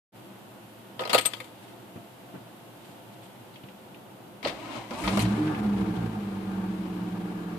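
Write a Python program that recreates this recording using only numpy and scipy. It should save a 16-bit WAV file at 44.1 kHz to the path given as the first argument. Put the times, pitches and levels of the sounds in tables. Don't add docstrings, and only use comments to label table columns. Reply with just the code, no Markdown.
import sys
import numpy as np
from scipy import signal
from scipy.fft import rfft, irfft, next_fast_len
from scipy.io import wavfile
from scipy.ndimage import map_coordinates

SR = 44100
rng = np.random.default_rng(int(sys.argv[2]) if len(sys.argv) > 2 else 0)


def bounce(signal):
    frames = np.transpose(np.atleast_2d(signal))
    limited = np.clip(frames, -1, 1)
    pcm = np.round(limited * 32767).astype(np.int16)
    wavfile.write(sys.argv[1], SR, pcm)


N = 334278

STEREO_CORRELATION = [(150, 0.93), (350, 0.61), (700, 0.47), (1300, 0.0226), (3000, 0.014), (10000, 0.032)]
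LOCK_BALANCE = [(200, -3), (900, -1.5), (1300, 0.5), (2300, 10.5), (4300, 10), (14000, 12)]
ENGINE_BALANCE = [(200, -1), (700, -2), (1050, 1), (1400, 6.5), (2300, 8.5), (4300, 12), (9000, 3.5)]

OUTDOOR_SPECTRUM = [(18, -62), (30, -27), (75, -27), (94, -29), (113, -3.5), (131, -2.5), (147, -12),
                    (194, 1), (256, -7.5), (349, -2.5), (462, -12.5), (501, -11), (684, -7.5), (1500, -18),
                    (1950, -45), (3300, -120)]
CABIN_MODES = [(115, 6.8, 0), (190.5, 8.1, -15), (299.4, 9.1, -6.5), (512, 12, -5), (888, 46, -11.5)]
HISS_SPECTRUM = [(880, -33), (1500, 0), (1600, -1), (2400, -3), (2760, -1), (3130, -2), (3610, -4.5),
                 (5660, -13.5), (13900, -9), (14700, -15.5)]
HISS_ENVELOPE = [(3.4, -56), (3.9, -57), (4.5, -57.5), (6.0, -57)]

# t/s, level/dB, knock offset/dB, sheen offset/dB, ring f/Hz, ring offset/dB, t60/s
CLACK_HITS = [(0.9925, -35.5, 5, -14, 3600, -5.5, 0.0596), (1.006, -42, 10.5, -7, 3060, -10, 0.065),
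              (1.018, -42, 11, -14, 1750, -6, 0.053), (1.036, -41, 4, -14, 2000, -3.5, 0.037),
              (1.052, -35.5, 4, -17, 4060, -9, 0.0406), (1.074, -40, 4, -10, 3100, -14, 0.027),
              (1.0943, -27, -2, -15, 3000, -16, 0.13), (1.1303, -22, 2.5, -4, 4170, -6, 0.11),
              (1.145, -18, 2.5, -8, 3720, -7, 0.064), (1.179, -22.5, -4, -12, 2980, -16, 0.05),
              (1.1837, -23, -5.5, -7, 2040, -14, 0.038), (1.21, -41.5, -14, 2, 2750, 1, 0.065),
              (1.2519, -27.5, -5.5, -10, 2850, -17, 0.0504), (1.2565, -29.5, -14.5, 2, 3350, -14, 0.055),
              (1.3348, -33.5, -5.5, -11.5, 3220, -12, 0.031), (1.3672, -53.5, 4.5, -8, 2700, -8, 0.033),
              (1.402, -41, 1.5, -6.5, 2030, -4.5, 0.05), (1.443, -51, 1, -2, 3530, -10, 0.074),
              (4.428, -39, -1.5, -16, 2200, -14, 0.08), (4.4484, -29.5, -0.5, -32, 3900, -8, 0.051),
              (4.4704, -30, -5, -29, 2150, -19, 0.094), (4.4815, -34, -12, -20, 2400, -17, 0.077),
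              (4.4945, -38.5, -4, -17, 3580, -9, 0.05), (4.9065, -41.5, 7, -26, 2190, -16, 0.06),
              (5.0374, -36, 5, -9, 2080, -8, 0.25), (5.0751, -27.5, 2, -23, 2360, -9, 0.11),
              (5.1715, -31, 5.5, -10, 1250, -14, 0.046), (5.192, -28, -7, -8, 4170, -10.5, 0.056),
              (5.2515, -40.5, -1, -14, 2170, -4, 0.035)]
BARREL_MODES = [(2000, 590, 10), (2660, 640, 12), (3150, 620, 10), (3860, 400, 7), (4060, 196, 8.5),
                (4670, 1340, 4)]
SHROUD_MODES = [(225, 210, -14.5), (378, 230, -5.5), (512, 38, 4), (660, 160, -2), (840, 130, -5),
                (952, 60, -2.5), (1267, 28.5, 3.5), (1416, 31, -5)]
SHEEN_SPECTRUM = [(3500, -48), (5500, -1), (7200, 6), (8500, 3.5), (10500, 1), (14500, -2.5)]
# t/s, level/dB, f/Hz, t60/s
CLUNK_HITS = [(1.003, -31.5, 507, 0.094), (1.074, -32, 560, 0.018), (1.149, -20, 712, 0.052),
              (1.148, -46, 114, 0.3), (4.4595, -17, 572, 0.02), (4.525, -34.5, 310, 0.035),
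              (4.907, -36.5, 236, 0.21), (5.075, -24.5, 912, 0.025), (5.129, -30, 820, 0.017),
              (5.153, -28, 1110, 0.014), (5.174, -18, 660, 0.019)]
KEY_HITS = [(1.189, -32.5), (1.209, -33), (1.256, -14)]
KEY_MODES = [(3150, -33, 0.052), (7760, -20, 0.059), (8310, -2.5, 0.052), (8400, -12, 0.061),
             (9650, -17, 0.04), (10400, -23, 0.04), (12600, -22, 0.035), (13340, -24, 0.06)]

SLEEVE_SWELLS = [(1.67, .08, -55.5), (2.884, 0.087, -57), (3.137, .02, -59), (3.25, 0.034, -57)]
SLEEVE_SPECTRUM = [(900, -25), (2000, 2), (3500, 0.5), (6000, -11.5), (9000, -7.5), (14000, -20)]
FOOTWELL_HITS = [(1.957, -40.5), (1.969, -45), (2.338, -41.5), (2.35, -41), (2.89, -52), (3.636, -45)]
FOOTWELL_SPECTRUM = [(50, -45), (110, 5.5), (210, 3), (320, 0), (600, -11), (1500, -20), (3000, -27),
                     (7000, -51)]
DASH_TICKS = [(3.238, -54.5, 7860), (3.54, -50, 3700), (3.557, -42.5, 2800), (3.634, -47, 2880),
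              (3.685, -45.5, 2740), (3.9436, -45, 2630), (5.368, -46, 1800), (5.4755, -33, 1730),
              (5.47, -42, 3340), (5.545, -35, 2400), (5.8086, -53, 2200), (5.9634, -43.5, 3630)]

# t/s, rotation/Hz
STARTER_SPEED = [(4.44, 40), (4.5, 90), (4.56, 120), (4.62, 138), (4.725, 151), (4.75, 135), (4.77, 121),
                 (4.8, 113), (4.88, 104), (4.94, 115), (5.2, 190), (5.5, 113)]
# t/s, level/dB
STARTER_ENVELOPE = [(4.44, -26.5), (4.5, -36.5), (4.56, -41.5), (4.68, -38.5), (4.775, -34), (4.84, -42),
                    (4.895, -43.5), (4.93, -35.5), (4.98, -36), (5.2, -31), (5.5, -49.5)]
WHINE_ORDERS = [(2, -3), (5, -1), (7, 0), (9, -3), (16, -13), (19, -9), (21, -12)]
GEAR_SPECTRUM = [(60, -55), (115, -2.5), (160, -13), (230, -5.5), (310, 1.5), (455, -16), (620, -6),
                 (1020, -14), (1450, -17), (2200, -18.5), (3500, -21.5), (5700, -29.5), (9000, -31),
                 (14500, -62)]
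HOUSING_MODES = [(960, 170, 8), (1344, 31, 3.5), (2190, 80, -2.5), (2870, 95, 6), (3105, 37, 0),
                 (4040, 40, 4.5)]
BLOCK_JOLTS = [(4.483, -48, -51), (5.024, -29, -37), (5.095, -45, -28.5), (5.205, -35, -24)]
JOLT_MODES = [(53.5, 0.26), (112.3, 0.41)]

FIRING_RATE = [(4.92, 32), (5.06, 47), (5.14, 49), (5.2, 52), (5.25, 60.5), (5.31, 67), (5.39, 75.3),
               (5.495, 78.3), (5.55, 72.3), (5.66, 69.3), (5.75, 65.9), (5.88, 62.8), (6.0, 59.3),
               (6.23, 49.9), (6.38, 48.6), (6.5, 48.1), (6.88, 45.6), (7.1, 44.8), (7.58, 43.7)]
ENGINE_LOAD = [(4.95, -8), (5.08, -8), (5.2, 2), (5.32, 1), (5.47, 0.5), (5.54, -2), (5.63, 1.5), (5.72, 1),
               (5.83, 3), (5.92, -.5), (6.06, -1), (6.2, -9.5), (6.6, -5.5), (7.58, -7.5)]
FIRING_HARMONICS = [0, 3, .5, 1, -5]
BOOM_RESPONSE = [(44, -53), (58, -45), (72, -53), (88, -58), (96, -47), (103, -40), (116, -35), (134, -54),
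                 (148, -45), (155, -37), (163, -42), (175, -32), (184, -30), (197, -27.5), (209, -27.5),
                 (220, -38), (232, -45), (268, -52), (290, -40), (302, -29.5), (309, -28.5), (321, -32),
                 (334, -41), (350, -43), (380, -39)]
BOOM_DIPS = [(5.863, -10), (5.955, -24)]
CABIN_TRANSFER = [(45, -44), (80, -35), (96, -12.5), (112, 1), (140, -27), (175, -5.5), (203, 4), (228, -2),
                  (260, -12), (312, -0.5), (365, -11), (440, -12.5), (540, -35), (750, -20), (1100, -40)]
UNEVEN_ORDERS = [(7, 9), (8, 8), (9, 7), (11, 3), (12, 0), (13, 3), (14, 3), (18, -2), (21, -4), (22, 7),
                 (23, 1), (24, -3), (30, 2), (32, 6), (33, 6), (34, 6), (35, 5), (37, 6), (38, 6), (40, 3),
                 (43, 6), (46, 3), (51, 5), (84, 4)]
CLATTER_SPECTRUM = [(240, -25.5), (400, -7), (451, -0.5), (532, -11.5), (637, -10.5), (752, -8),
                    (1030, -10.5), (1550, -19.5), (1800, -20.5), (2460, -21.5), (5890, -37.5), (10900, -38),
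                    (14500, -50)]
TAPPET_SPECTRUM = [(700, 5), (1700, 3), (3200, -8), (5500, -21), (12000, -28.5)]
BLOCK_MODES = [(749, 30, 4), (900, 50, -0.5), (1139, 40, -2.5), (1222, 38, -1), (1410, 26, -3),
               (1575, 12, 0.5), (1707, 28, -5.5)]
CLUTCH_SPECTRUM = [(800, -21), (2500, 6), (4500, -3), (6000, -1), (9000, 1), (11500, -4.5), (14500, -18.5)]

CYLINDERS, IDLE_HZ = 5, 45
OVERRUN_S, KEY_RELEASE_S = 5.0, 5.222


def amp(db):
    return 10 ** (np.asarray(db) / 20)


def unit(x):
    return x / np.sqrt(np.mean(x ** 2) + 1e-20)


def unit_hit(x):
    return x / np.sqrt(np.mean(x[:, :SR // 50] ** 2))


def along(points, hz):
    f, values = np.transpose(points)
    return np.interp(np.log(hz + 1), np.log(f + 1), values)


def curve(points):
    return np.interp(np.arange(N) / SR, *np.transpose(points))


def ramp(start_s, length_s):
    return np.clip((np.arange(N) / SR - start_s) / length_s, 0, 1)


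def decay(t, t60_s):
    return np.exp(-np.log(1000) * t / t60_s)


def wobble(rate_hz, size=N):
    knots = rng.standard_normal(int(size * rate_hz / SR) + 4)
    coarse = np.linspace(0, size, 4096)
    return np.interp(np.arange(size), coarse, map_coordinates(knots, [coarse * rate_hz / SR]))


def filtered(x, response):
    size = x.shape[-1]
    padded = next_fast_len(size + 8192)
    return irfft(rfft(x, padded) * response(np.fft.rfftfreq(padded, 1 / SR)), padded)[..., :size]


def coloured(x, spectrum):
    return filtered(x, lambda hz: amp(along(spectrum, hz)))


def resonate(x, modes):
    return filtered(x, lambda f: sum(
        (-1) ** k * amp(db) * 1j * f * width / (hz * hz - f * f + 1j * f * width)
        for k, (hz, width, db) in enumerate(modes)))


def cabin_noise(size=N):
    def mid_side_gains(hz):
        angle = np.arccos(np.clip(along(STEREO_CORRELATION, hz), -1, 1)) / 2
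        return np.array([np.cos(angle), np.sin(angle)])
    mid, side = filtered(rng.standard_normal((2, size)), mid_side_gains)
    return np.array([mid + side, mid - side])


def placed(x, balance):
    return filtered(x, lambda hz: amp(np.outer([.5, -.5], along(balance, hz))))


def burst(t60_s, rise_s, tail_db, tail_t60_s):
    t = np.arange(SR // 4) / SR
    fall = decay(t, t60_s) + amp(tail_db) * decay(t, tail_t60_s)
    return cabin_noise(len(t)) * (1 - np.exp(-t / rise_s)) * fall


def add(track, start_s, sound):
    part = track[:, round(start_s * SR):][:, :sound.shape[-1]]
    part += sound[..., :part.shape[-1]]


def background(rumble_db=-49.5, hum_db=-56.0):
    rumble = amp(rumble_db) * unit(coloured(cabin_noise(), OUTDOOR_SPECTRUM))
    hum = amp(hum_db) * unit(resonate(cabin_noise(), CABIN_MODES))
    drift = amp(0.63 * wobble(9))
    hiss = amp(curve(HISS_ENVELOPE)) * unit(coloured(cabin_noise(), HISS_SPECTRUM))
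    return (rumble + hum) * drift + hiss


def clacks(barrel_db=-6.0, shroud_db=-4, sheen_trim_db=-5, ring_width_hz=380,
           rebound_s=0.0105, rebound_db=-11):
    out = np.zeros((2, N))
    rebounds = [(s + rebound_s, db + rebound_db, *colour) for s, db, *colour in CLACK_HITS]
    for start_s, db, knock_db, sheen_db, ring_hz, ring_db, t60_s in CLACK_HITS + rebounds:
        blow = burst(t60_s, rise_s=0.00028, tail_db=-28.5, tail_t60_s=0.9)
        barrel = amp(barrel_db) * unit_hit(resonate(blow, BARREL_MODES))
        ring = amp(ring_db) * unit_hit(resonate(blow, [(ring_hz, ring_width_hz, 0)]))
        knock = amp(knock_db + shroud_db) * unit_hit(resonate(blow, SHROUD_MODES))
        sheen = amp(sheen_db + sheen_trim_db) * unit_hit(coloured(blow, SHEEN_SPECTRUM))
        add(out, start_s, amp(db) * (barrel + ring + knock + sheen))
    return placed(out, LOCK_BALANCE)


def clunks(rise_s=0.0012):
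    out, t = np.zeros((2, N)), np.arange(SR // 4) / SR
    attack = 1 - np.exp(-t / rise_s)
    for start_s, db, hz, t60_s in CLUNK_HITS:
        add(out, start_s, 2 * amp(db) * np.sin(2 * np.pi * hz * t) * attack * decay(t, t60_s))
    return out


def keys(swell_s=0.0097, side_db=7, trim_db=4):
    out, t = np.zeros((2, N)), np.arange(SR // 4) / SR
    swell = 1 - np.exp(-t / swell_s)
    for start_s, db in KEY_HITS:
        ring = sum(amp(mode_db + rng.normal(0, 1)) * decay(t, t60_s) * np.sin(2 * np.pi * hz * t)
                   for hz, mode_db, t60_s in KEY_MODES)
        add(out, start_s, 2 * amp(db + trim_db) * ring * swell)
    return out * amp([[side_db], [-side_db]])


def fuel_pump(start_s=1.3, run_s=1.9, whine_hz=690, level_db=-63, waver=0.0078, flutter_db=3.0):
    phase = 2 * np.pi * np.cumsum(whine_hz * (1 + waver * wobble(30))) / SR
    running = ramp(start_s, 0.64) * (1 - ramp(start_s + run_s, .5))
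    return np.sqrt(2) * amp(level_db + flutter_db * wobble(8.04)) * running * np.sin(phase)


def sleeve(grain_db=3):
    t = np.arange(N) / SR
    swells = sum(amp(db) * np.exp(-((t - s) / half_s) ** 2) for s, half_s, db in SLEEVE_SWELLS)
    return swells * unit(coloured(cabin_noise() * amp(grain_db * wobble(120)), SLEEVE_SPECTRUM))


def footwell_bumps(t60_s=0.059):
    out = np.zeros((2, N))
    for start_s, db in FOOTWELL_HITS:
        blow = burst(t60_s, rise_s=0.0055, tail_db=-15.5, tail_t60_s=0.29)
        add(out, start_s, amp(db) * unit_hit(coloured(blow, FOOTWELL_SPECTRUM)))
    return out


def dashboard_ticks(trim_db=-9, width_hz=1300):
    out = np.zeros((2, N))
    for start_s, db, hz in DASH_TICKS:
        panel = [(hz, width_hz, 0)]
        blow = burst(t60_s=0.03, rise_s=.003, tail_db=-13, tail_t60_s=0.17)
        add(out, start_s, amp(db + trim_db) * unit_hit(resonate(resonate(blow, panel), panel)))
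    return out


def starter(whine_db=-8, grind_db=-3.5, housing_db=-11, shake_db=-28, bite=0.1, jitter=0.0081):
    phase = 2 * np.pi * np.cumsum(curve(STARTER_SPEED) * (1 + jitter * wobble(50))) / SR
    whine = sum(np.sin(k * phase + 0.7 * wobble(130)) * amp(db + 4 * wobble(40))
                for k, db in WHINE_ORDERS)
    teeth = cabin_noise() * (1 + bite * np.cos(phase)) * amp(0.96 * wobble(70))
    driving = 1 - ramp(OVERRUN_S, 0.13)
    grind = amp(grind_db) * unit(coloured(teeth, GEAR_SPECTRUM))
    housing = amp(housing_db) * unit(resonate(teeth, HOUSING_MODES))
    shake = amp(shake_db) * unit(resonate(teeth, [(51.4, 20, 0)]))
    sound = amp(whine_db) * driving * unit(whine) + grind + housing + shake
    return placed(sound * amp(curve(STARTER_ENVELOPE)) * ramp(4.44, 0.013), ENGINE_BALANCE)


def jolts(rise_s=0.029):
    out, t = np.zeros((2, N)), np.arange(SR // 2) / SR
    attack = 1 - np.exp(-(t / rise_s) ** 2)
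    for start_s, *levels_db in BLOCK_JOLTS:
        ring = sum(amp(db) * decay(t, t60_s) * np.sin(2 * np.pi * (hz * t + rng.random()))
                   for db, (hz, t60_s) in zip(levels_db, JOLT_MODES))
        add(out, start_s, 2 * ring * attack)
    return out


def boom(firings, firing_hz, load_db, dip_s=0.013):
    out, t = np.zeros(N), np.arange(N) / SR
    dips_db = sum(db * np.exp(-((t - s) / dip_s) ** 2) for s, db in BOOM_DIPS)
    for k, db in enumerate(FIRING_HARMONICS, 1):
        rough_db = amp(load_db) * (.9 * wobble(20) + 1.3 * wobble(70))
        drift_db = .7 * wobble(9)
        level_db = db + load_db + dips_db + along(BOOM_RESPONSE, k * firing_hz) + rough_db + drift_db
        out += np.sqrt(2) * amp(level_db) * np.cos(2 * np.pi * k * firings)
    return out


def lope(cycles, firing_hz, beating_order=22):
    start = int(FIRING_RATE[0][0] * SR)
    out, boost_db = np.zeros(N), dict(UNEVEN_ORDERS)
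    boom_orders = {10, 15, 20, 25}
    for k in sorted((set(range(6, 56)) | set(boost_db)) - boom_orders):
        db = along(CABIN_TRANSFER, k * firing_hz[start:] / CYLINDERS) + boost_db.get(k, 0)
        offset_turns = 0 if k == beating_order else .33 * rng.standard_normal()
        gain = amp(db + 2 * wobble(6, size=N - start))
        out[start:] += gain * np.cos(2 * np.pi * (k * cycles[start:] + offset_turns))
    return out


def tappets(firings, scatter_db=4, t60_s=0.02):
    taps = np.diff(np.floor(2 * firings), prepend=0) * amp(scatter_db * rng.standard_normal(N))
    envelope = signal.fftconvolve(taps, decay(np.arange(SR // 20) / SR, t60_s))[:N]
    return unit(coloured(cabin_noise() * envelope, TAPPET_SPECTRUM))


def valve_train(firings, firing_hz, load_db, pulsing, idle_db=-47, db_per_octave=10.5,
                block_db=-3.5, churn_db=2.8, tap_db=-13, tap_db_per_octave=10):
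    clatter = unit(coloured(cabin_noise() * pulsing * amp(1.6 * wobble(90)), CLATTER_SPECTRUM))
    ringing = unit(resonate(cabin_noise() * pulsing * amp(churn_db * wobble(25)), BLOCK_MODES))
    block = amp(block_db) * coloured(ringing, [(1800, 0), (3000, -18)])
    octaves = np.log2(firing_hz / IDLE_HZ)
    taps = amp(tap_db + tap_db_per_octave * octaves) * tappets(firings)
    return amp(idle_db + db_per_octave * octaves + 0.071 * load_db) * (clatter + taps + block)


def engine(lope_db=-46.0, rumble_db=-39, jitter=0.0013, strong_firing_s=7.08):
    firing_hz, load_db = curve(FIRING_RATE), curve(ENGINE_LOAD)
    unevenness = jitter * amp(load_db) * wobble(20)
    firings = np.cumsum(firing_hz * (1 + unevenness)) / SR
    firings -= firings[int(strong_firing_s * SR)]
    cycles = firings / CYLINDERS
    pulsing = 1 + 0.1 * np.cos(2 * np.pi * firings) + 0.065 * np.cos(2 * np.pi * cycles)
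    rumble = unit(coloured(cabin_noise() * pulsing, CABIN_TRANSFER + [(2500, -62)]))
    sound = amp(rumble_db + 1.1 * load_db) * rumble
    sound += amp(lope_db + 0.53 * load_db) * lope(cycles, firing_hz)
    sound += valve_train(firings, firing_hz, load_db, pulsing)
    sound += boom(firings, firing_hz, load_db)
    return placed(sound * ramp(4.92, 0.14), ENGINE_BALANCE)


def starter_clutch(held_db=-48.5, rise_db_per_s=204, coast_db=-56, fall_db_per_s=47,
                   swish_db=-39, swish_s=0.013, rough_db=2, release_s=0.017):
    t = np.arange(N) / SR
    released = ramp(KEY_RELEASE_S, release_s)
    held = amp(held_db - rise_db_per_s * np.maximum(OVERRUN_S - t, 0))
    coasting = amp(coast_db - fall_db_per_s * np.maximum(t - KEY_RELEASE_S, 0))
    swish = amp(swish_db) * np.exp(-((t - KEY_RELEASE_S) / swish_s) ** 2)
    whirr = unit(coloured(cabin_noise() * amp(rough_db * wobble(170)), CLUTCH_SPECTRUM))
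    return placed(whirr * (held * (1 - released) + coasting * released + swish), LOCK_BALANCE)


def scene():
    small_sounds = clacks() + keys() + footwell_bumps() + dashboard_ticks() + sleeve() + fuel_pump()
    return small_sounds + clunks() + starter() + starter_clutch() + jolts() + engine() + background()


def record(dry, top_hz=14830):
    return filtered(dry * ramp(0.12, 0.039), lambda hz: hz < top_hz)


dry = scene()
out = record(dry)
bounce(out)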